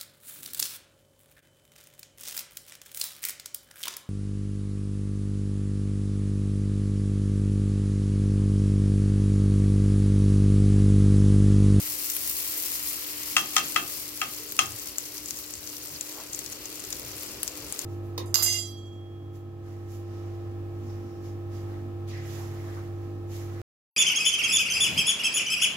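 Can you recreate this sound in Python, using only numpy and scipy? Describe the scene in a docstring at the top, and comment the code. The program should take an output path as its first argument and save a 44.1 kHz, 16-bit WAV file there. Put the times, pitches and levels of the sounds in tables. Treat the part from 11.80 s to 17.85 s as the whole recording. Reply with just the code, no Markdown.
"""Butter sizzling in a hot pan

Butter sizzles close by: random vapour clicks make a bright fizz that calms as the water boils off,
and short decaying rings make the foam bubbles that pop.
A utensil is knocked five times on hard kitchenware: noise contacts, decaying modes, a small kitchen's echo.
Hum tones of the stove and the filtered-noise rush of its fan lie underneath, with soft bumps of handling."""
import sys
import numpy as np
from scipy import signal
from scipy.fft import rfft, irfft, next_fast_len
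from scipy.io import wavfile
from scipy.ndimage import map_coordinates

SR = 44100
rng = np.random.default_rng(int(sys.argv[2]) if len(sys.argv) > 2 else 0)


def store_wav(level_fs):
    """Save 16-bit WAV to argv[1]."""
    pcm = np.round(np.clip(np.atleast_2d(level_fs), -1, 1) * 32767)
    wavfile.write(sys.argv[1], SR, pcm.T.astype(np.int16))


N = 266805
TIME_S = np.arange(N) / SR
TOP_HZ = 15850  # band limit
PORT_LAG_S = 0.0001  # sound reaches the right microphone port later

# utensil knocks: t/s, level/dB, treble gain from 6 kHz up/dB, rebound delay/s, rebound level re knock/dB
KNOCK_EVENTS = [(1.5657, -8, -1, .015, -9.5), (1.7651, -8.5, 0.5, 0.016, -9),
                (1.9606, -8.5, -6.5, 0.0099, -16), (2.4151, -13.5, -7.5, 0.015, -33),
                (2.79, -8.5, -0.5, 0.031, -34)]


def amp(db):
    """Decibels to gain."""
    return 10 ** (np.asarray(db) / 20)


def unit(x):
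    """Scaled to rms 1."""
    return x / np.sqrt(np.mean(x ** 2) + 1e-20)


def along(points, hz):
    """(f/Hz, value) points read on a log frequency axis."""
    f, v = np.transpose(points)
    return np.interp(np.log(hz + 1), np.log(f + 1), v)


def ramp(start_s, end_s):
    """Rises from 0 to 1 between two times."""
    return np.clip((TIME_S - start_s) / (end_s - start_s), 0, 1)


def wobble(rate_hz):
    """Smooth random curve, rate_hz knots a second."""
    knots = rng.standard_normal(int(N * rate_hz / SR) + 4)
    return map_coordinates(knots, [np.arange(N) * rate_hz / SR])


def convolve(x, response):
    """x through a response, cut to its own length."""
    return signal.fftconvolve(np.atleast_2d(x), np.atleast_2d(response), axes=1)[:, :x.shape[-1]]


def colour(x, points, size=8192):
    """Minimum-phase filter with the gain of (f/Hz, gain/dB) points."""
    gain = amp(along(points, np.fft.rfftfreq(size, 1 / SR)))
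    # folding the cepstrum makes the response causal
    cepstrum = irfft(np.log(gain))
    cepstrum[1:size // 2] *= 2
    cepstrum[size // 2 + 1:] = 0
    response = irfft(np.exp(rfft(cepstrum)))
    return convolve(x, response).reshape(x.shape)


def add(track, s, sound):
    """Mix a sound into a track from time s."""
    part = track[..., max(0, round(s * SR)):][..., :sound.shape[-1]]
    part += sound[..., :part.shape[-1]]


def stereo_noise(side_db):
    """Two noise channels: a shared mid, plus and minus a side at side_db."""
    mid, side = rng.standard_normal((2, N))
    side = amp(side_db) * side
    return np.array([mid + side, mid - side])


def kitchen(x):
    """The room's answer: a stereo noise tail whose treble dies first."""
    # kitchen reverberation: f/Hz, t60/s
    room_t60 = [(150, 0.87), (1200, 0.27), (3000, 0.22), (7000, 0.23), (15000, 0.2)]
    hz, t, z = signal.stft(rng.standard_normal((2, SR // 2)), SR, nperseg=256)
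    decay = amp(-60 * t / along(room_t60, hz)[:, None])
    onset = 1 - np.exp(-t / 0.0023)
    tail = signal.istft(z * decay * onset, SR, nperseg=256)[1]
    return convolve(x, tail / np.linalg.norm(tail[0]))


def in_pan(x, scatter_t60=0.023, scatter_db=-4, far_db=-1):
    """From one spot in the pan: direct mostly to the left port, scattered by the pan wall to both."""
    t = np.arange(SR // 40) / SR
    paths = rng.standard_normal((2, len(t))) * amp(-60 * t / scatter_t60)
    paths *= amp([[scatter_db], [far_db]]) / np.linalg.norm(paths, axis=1, keepdims=True)
    paths[0, 0] += 1
    paths[1, round(PORT_LAG_S * SR)] += 0.12
    return convolve(x, paths)


def burst(hz, cycles, size=96):
    """A bubble's short ring with a softened start, decaying by 1/e in the given cycles."""
    turns = hz * np.arange(size) / SR
    return np.sin(2 * np.pi * turns) * np.exp(-turns / cycles) * (1 - np.exp(-turns ** 2))


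def crackle(rate_hz, spread_db, hz, scatter, cycles, count=8):
    """Random bubble bursts of rms 1 overall from count spots; a few are much larger than the rest."""
    out = np.zeros((2, N))
    for _ in range(count):
        when, pitch, size = rng.random((3, int(rate_hz * N / SR / count)))
        pitch_hz = np.clip(hz * (pitch / (1 - pitch)) ** scatter, SR / 40, TOP_HZ)
        size_db = -spread_db * np.log(size + 0.009)
        grains = burst(pitch_hz[:, None], cycles) * amp(size_db)[:, None]
        index = (when * N).astype(int)[:, None] + np.arange(grains.shape[1])
        out += in_pan(np.bincount(index.ravel(), grains.ravel(), N)[:N])
    return unit(out)


def spray(rate_hz, spread_db, spectrum, count=6):
    """Random clicks of either sign, of rms 1 overall, from count spots, coloured by a spectrum."""
    out = np.zeros((2, N))
    for _ in range(count):
        fires = rng.random(N) < rate_hz / count / SR
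        size_db = spread_db * np.minimum(rng.standard_normal(N), 2.6)
        out += in_pan(fires * rng.choice([-1, 1], N) * amp(size_db))
    return unit(colour(out, spectrum))


def boiling():
    """How hard the water boils, 0-1: surges as the butter spreads over hot metal, then dies away."""
    spread_from_s, spread_to_s = 0.3, 0.51
    start_share, calm_s = 0.77, 1.61  # boil before spreading; decay time constant
    surge = start_share + (1 - start_share) * ramp(spread_from_s, spread_to_s)
    return surge * np.exp(-np.maximum(TIME_S - spread_to_s, 0) / calm_s)


def butter():
    """Vapour fizz, foam bubbles and frying in shared small spurts; fizz and foam follow the boil."""
    # butter frying on bare metal: t/s, level before a 5 dB lift/dB
    fry_levels = [(0.0, -47.5), (0.34, -49.5), (0.5, -47.5), (1.85, -47), (2.04, -50.5), (3.84, -54.5),
                  (4.77, -52), (6.05, -51.5)]
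    # click spectra of fizz, frying and tearing films: f/Hz, gain/dB
    fizz_spectrum = [(700, -38), (2000, -19), (4000, -14.5), (6000, -6.5), (9000, -4), (11500, -2),
                     (13700, 0.5), (15800, -3)]
    fry_spectrum = [(300, -22.5), (800, -5.5), (1500, -5.5), (2800, -1), (3700, -3), (5000, 0),
                    (8000, -17.5), (15000, -39)]
    snap_spectrum = [(800, -26), (2500, -14.5), (4500, -4.5), (7000, -3.5), (10000, 1), (15800, -7.5)]
    # the right port faces away from the pan: f/Hz, gain/dB
    far_port = [(500, -4.5), (2000, 1), (5000, 1), (7000, -5), (8500, -14), (9500, -4.5), (11500, -2.5),
                (15000, 1.5)]
    boil = boiling()
    fizz_db = -43 + 17 * boil
    foam_db = -45.5 + 2.5 * boil
    fry_db = 5.0 + np.interp(TIME_S, *np.transpose(fry_levels))
    spurt = wobble(22)

    fizz = amp(fizz_db + 1.7 * spurt) * spray(rate_hz=5000, spread_db=6.0, spectrum=fizz_spectrum)
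    foam = amp(foam_db + 1.5 * spurt) * crackle(rate_hz=1100, spread_db=3.5, hz=6530, scatter=0.083, cycles=2.4)
    # medium bubbles stand out of the foam as single ticks
    ticks = amp(foam_db - 2.5) * crackle(rate_hz=50, spread_db=6.0, hz=7180, scatter=0.026, cycles=2.3)
    fry = amp(fry_db + 0.5 * spurt) * spray(rate_hz=7000, spread_db=6.0, spectrum=fry_spectrum)
    # thin films tear with bright, dry snaps
    snaps = amp(foam_db - 1.5) * spray(rate_hz=70, spread_db=5.5, spectrum=snap_spectrum)
    near = fizz + foam + ticks + snaps + fry + big_pops()
    left, right = near + amp(-15) * kitchen(near)
    return np.array([left, colour(right, far_port)])


def stove():
    """Slightly unsteady hum tones; fan rush and room rumble, both filtered noise, swell together."""
    # stove hum: f/Hz, nominal rms level/dB
    hum_tones = [(59.5, -66.5), (118.4, -66), (300.2, -54)]
    # spectra of the room rumble and the fan rush: f/Hz, gain/dB
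    rumble_spectrum = [(15, -38), (30, -11), (55, 3.5), (100, 2), (160, -3.5), (250, -3.5), (500, -50.5)]
    fan_spectrum = [(120, -17.5), (220, -11.5), (270, -2), (370, 2.5), (450, -1.5), (550, -2), (750, -10.5),
                    (1500, -12.5), (4000, -38), (12000, -30)]
    swell = ramp(3.8, 6.3)
    rumble_db = -59.5 + 5.5 * swell + 3.14 * wobble(9)
    fan_db = -53 + 6.5 * swell

    hum = np.zeros(N)
    for hz, db in hum_tones:
        tone = np.sin(2 * np.pi * hz * TIME_S + 0.3 * wobble(9))
        hum += np.sqrt(2) * amp(db + 1.8 * wobble(9)) * tone
    rumble = amp(rumble_db) * unit(colour(stereo_noise(side_db=-11.5), rumble_spectrum))
    fan = amp(fan_db) * unit(colour(stereo_noise(side_db=-6.5), fan_spectrum))
    return hum + (rumble + fan) * amp([[0.8], [-0.8]])


def big_pops():
    """Large bubbles: a short ring on the snap of the tearing film, then the neighbours burst too."""
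    # largest bubbles bursting: t/s, level before a 15 dB lift/dB, f/Hz
    pop_events = [(0.3007, -17, 7400), (0.3655, -15, 14100), (0.9188, -17, 12800), (1.922, -19, 11200),
                  (2.7222, -17.5, 14600), (3.0729, -25.5, 6530), (3.1835, -14, 8200), (3.3802, -25, 6500),
                  (3.5079, -16, 7140), (3.8742, -23, 6560), (3.9673, -26, 5900), (4.21, -17, 7340),
                  (4.591, -16.5, 8300), (4.6618, -22.5, 6170), (4.7257, -24.5, 7050), (5.002, -25.5, 7300),
                  (5.1281, -17, 7100), (5.433, -21, 12400), (5.6316, -10.5, 12200), (5.6783, -14.5, 7300),
                  (5.9244, -17, 10100), (5.9914, -17.5, 7540)]
    out = np.zeros((2, N))
    t = np.arange(SR // 30) / SR
    click = 1.0 * (t == 0)
    snap = amp(-5.5) * colour(click, [(300, -12), (1500, -4.5), (5000, -1.5), (15000, -0.5)])
    for s, db, hz in pop_events:
        ring = burst(hz, cycles=1.41, size=len(t))
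        fires = rng.random(len(t)) < 1500 / SR
        neighbours = fires * rng.standard_normal(len(t)) * np.exp(-t / 0.0035)
        pop = convolve(ring + snap, click + amp(-8.5) * neighbours)
        add(out, s, in_pan(amp(db + 15) * pop, scatter_t60=0.018, scatter_db=-5, far_db=-5))
    return out


def knocks():
    """Each knock is a chattering contact of a few ms, a short modal ring, a room echo and a rebound."""
    # modes of the kitchenware: f/Hz, level/dB, t60/s
    ware_modes = [(692, -23.5, 0.14), (782, -11, 0.045), (1056, -14.5, 0.067), (1244, -3.5, 0.1),
                  (1276, -3.5, 0.027), (1356, -5, 0.043), (1750, -11, 0.081), (1926, -20, 0.085),
                  (1970, 1.5, 0.023), (2330, -19, 0.029), (2654, 8.5, 0.019), (2740, -17, 0.052),
                  (2780, -7, 0.033), (3187, -1, 0.045), (3260, -7.5, 0.09), (3710, -24, 0.027),
                  (4290, -8, 0.032), (4970, -11.5, 0.039), (6900, -7, 0.028), (7330, -7, 0.024)]
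    # crack of the contact: f/Hz, gain/dB
    crack_spectrum = [(100, -22), (500, -21), (750, -11.5), (950, -16), (1280, -1), (1650, -4.5),
                      (2600, -1.5), (3200, -1), (4000, -6.5), (6400, -0.5), (8000, -10), (9700, -8),
                      (11000, -19), (16000, -26)]
    # the right port misses the top of the knocks: f/Hz, gain/dB
    right_shade = [(5500, 0.5), (8000, -4)]
    out = np.zeros((2, N))
    t = np.arange(SR // 2) / SR
    click = 1.0 * (t == 0)
    hz, mode_db, t60 = np.transpose(ware_modes)[:, :, None]
    phase = 2 * np.pi * rng.random(hz.shape)
    for s, db, hard_db, rebound_s, rebound_db in KNOCK_EVENTS:
        # mode levels vary from knock to knock
        strength = amp(mode_db + rng.standard_normal(hz.shape) - 60 * t / t60)
        modes = (strength * np.sin(2 * np.pi * hz * t + phase)).sum(0)
        ring = amp(-10.5) * modes * (1 - np.exp(-t / 0.00063))
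        chatter = stereo_noise(side_db=-25)[:, :len(t)] * (t / 0.0012) * np.exp(-t / 0.0014)
        left, right = ring + amp(10.5) * colour(chatter, crack_spectrum)
        direct = np.array([left, amp(-6.5) * np.roll(right, round(PORT_LAG_S * SR))])
        # the room smears the whole crack into a dense tail
        crack = amp(25) * colour(click, crack_spectrum)
        echo = kitchen(ring + crack) * amp([[-6], [-7.5]])
        blow = amp(db + 3.0) * colour(direct + echo, [(2500, 0), (6000, hard_db)])
        add(out, s, blow)
        add(out, s + rebound_s, amp(rebound_db) * blow)
    return np.array([out[0], colour(out[1], right_shade)])


def bumps():
    """Band noise under bell-shaped envelopes: a dull thud after each knock, bumps and rubs of handling."""
    # handling: centre t/s, level/dB, f/Hz, half width/frequency ratio, envelope standard deviation/s
    handling = [(1.92, -53, 290, 1.64, 0.14), (2.65, -50.5, 427, 1.09, .055), (2.893, -42, 105, 1.14, .043),
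                (4.145, -45.5, 105, 1.37, .022), (4.395, -46.5, 560, 1.85, 0.026),
                (5.33, -52, 80, 1.45, .075), (5.83, -51.5, 109, 1.2, 0.024)]
    thud_delay_s, thud_db = 0.047, -38.5  # after and relative to the knock
    thud_hz, thud_width, thud_length_s = 214, 1.71, 0.041
    thuds = [(s + thud_delay_s, db + thud_db, thud_hz, thud_width, thud_length_s)
             for s, db, *_ in KNOCK_EVENTS]
    out = np.zeros((2, N))
    for s, db, hz, width, length_s in thuds + list(handling):
        band_hz = hz * width ** np.array([-4.0, -1, 0, 1, 4])
        band = np.transpose([band_hz, [-49, -2, 0.5, -0.5, -45]])
        body = unit(colour(stereo_noise(side_db=-15), band))
        out += amp(db) * body * np.exp(-0.5 * ((TIME_S - s) / length_s) ** 2)
    return out


def scene():
    """The pan in front, the rest of the kitchen around it."""
    return butter() + stove() + knocks() + bumps()


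def record(dry):
    """Removes everything above the band limit."""
    m = next_fast_len(N + SR // 2)
    keep = np.fft.rfftfreq(m, 1 / SR) < TOP_HZ
    return irfft(rfft(dry, m) * keep, m)[:, :N]


dry = scene()
out = record(dry)
store_wav(out)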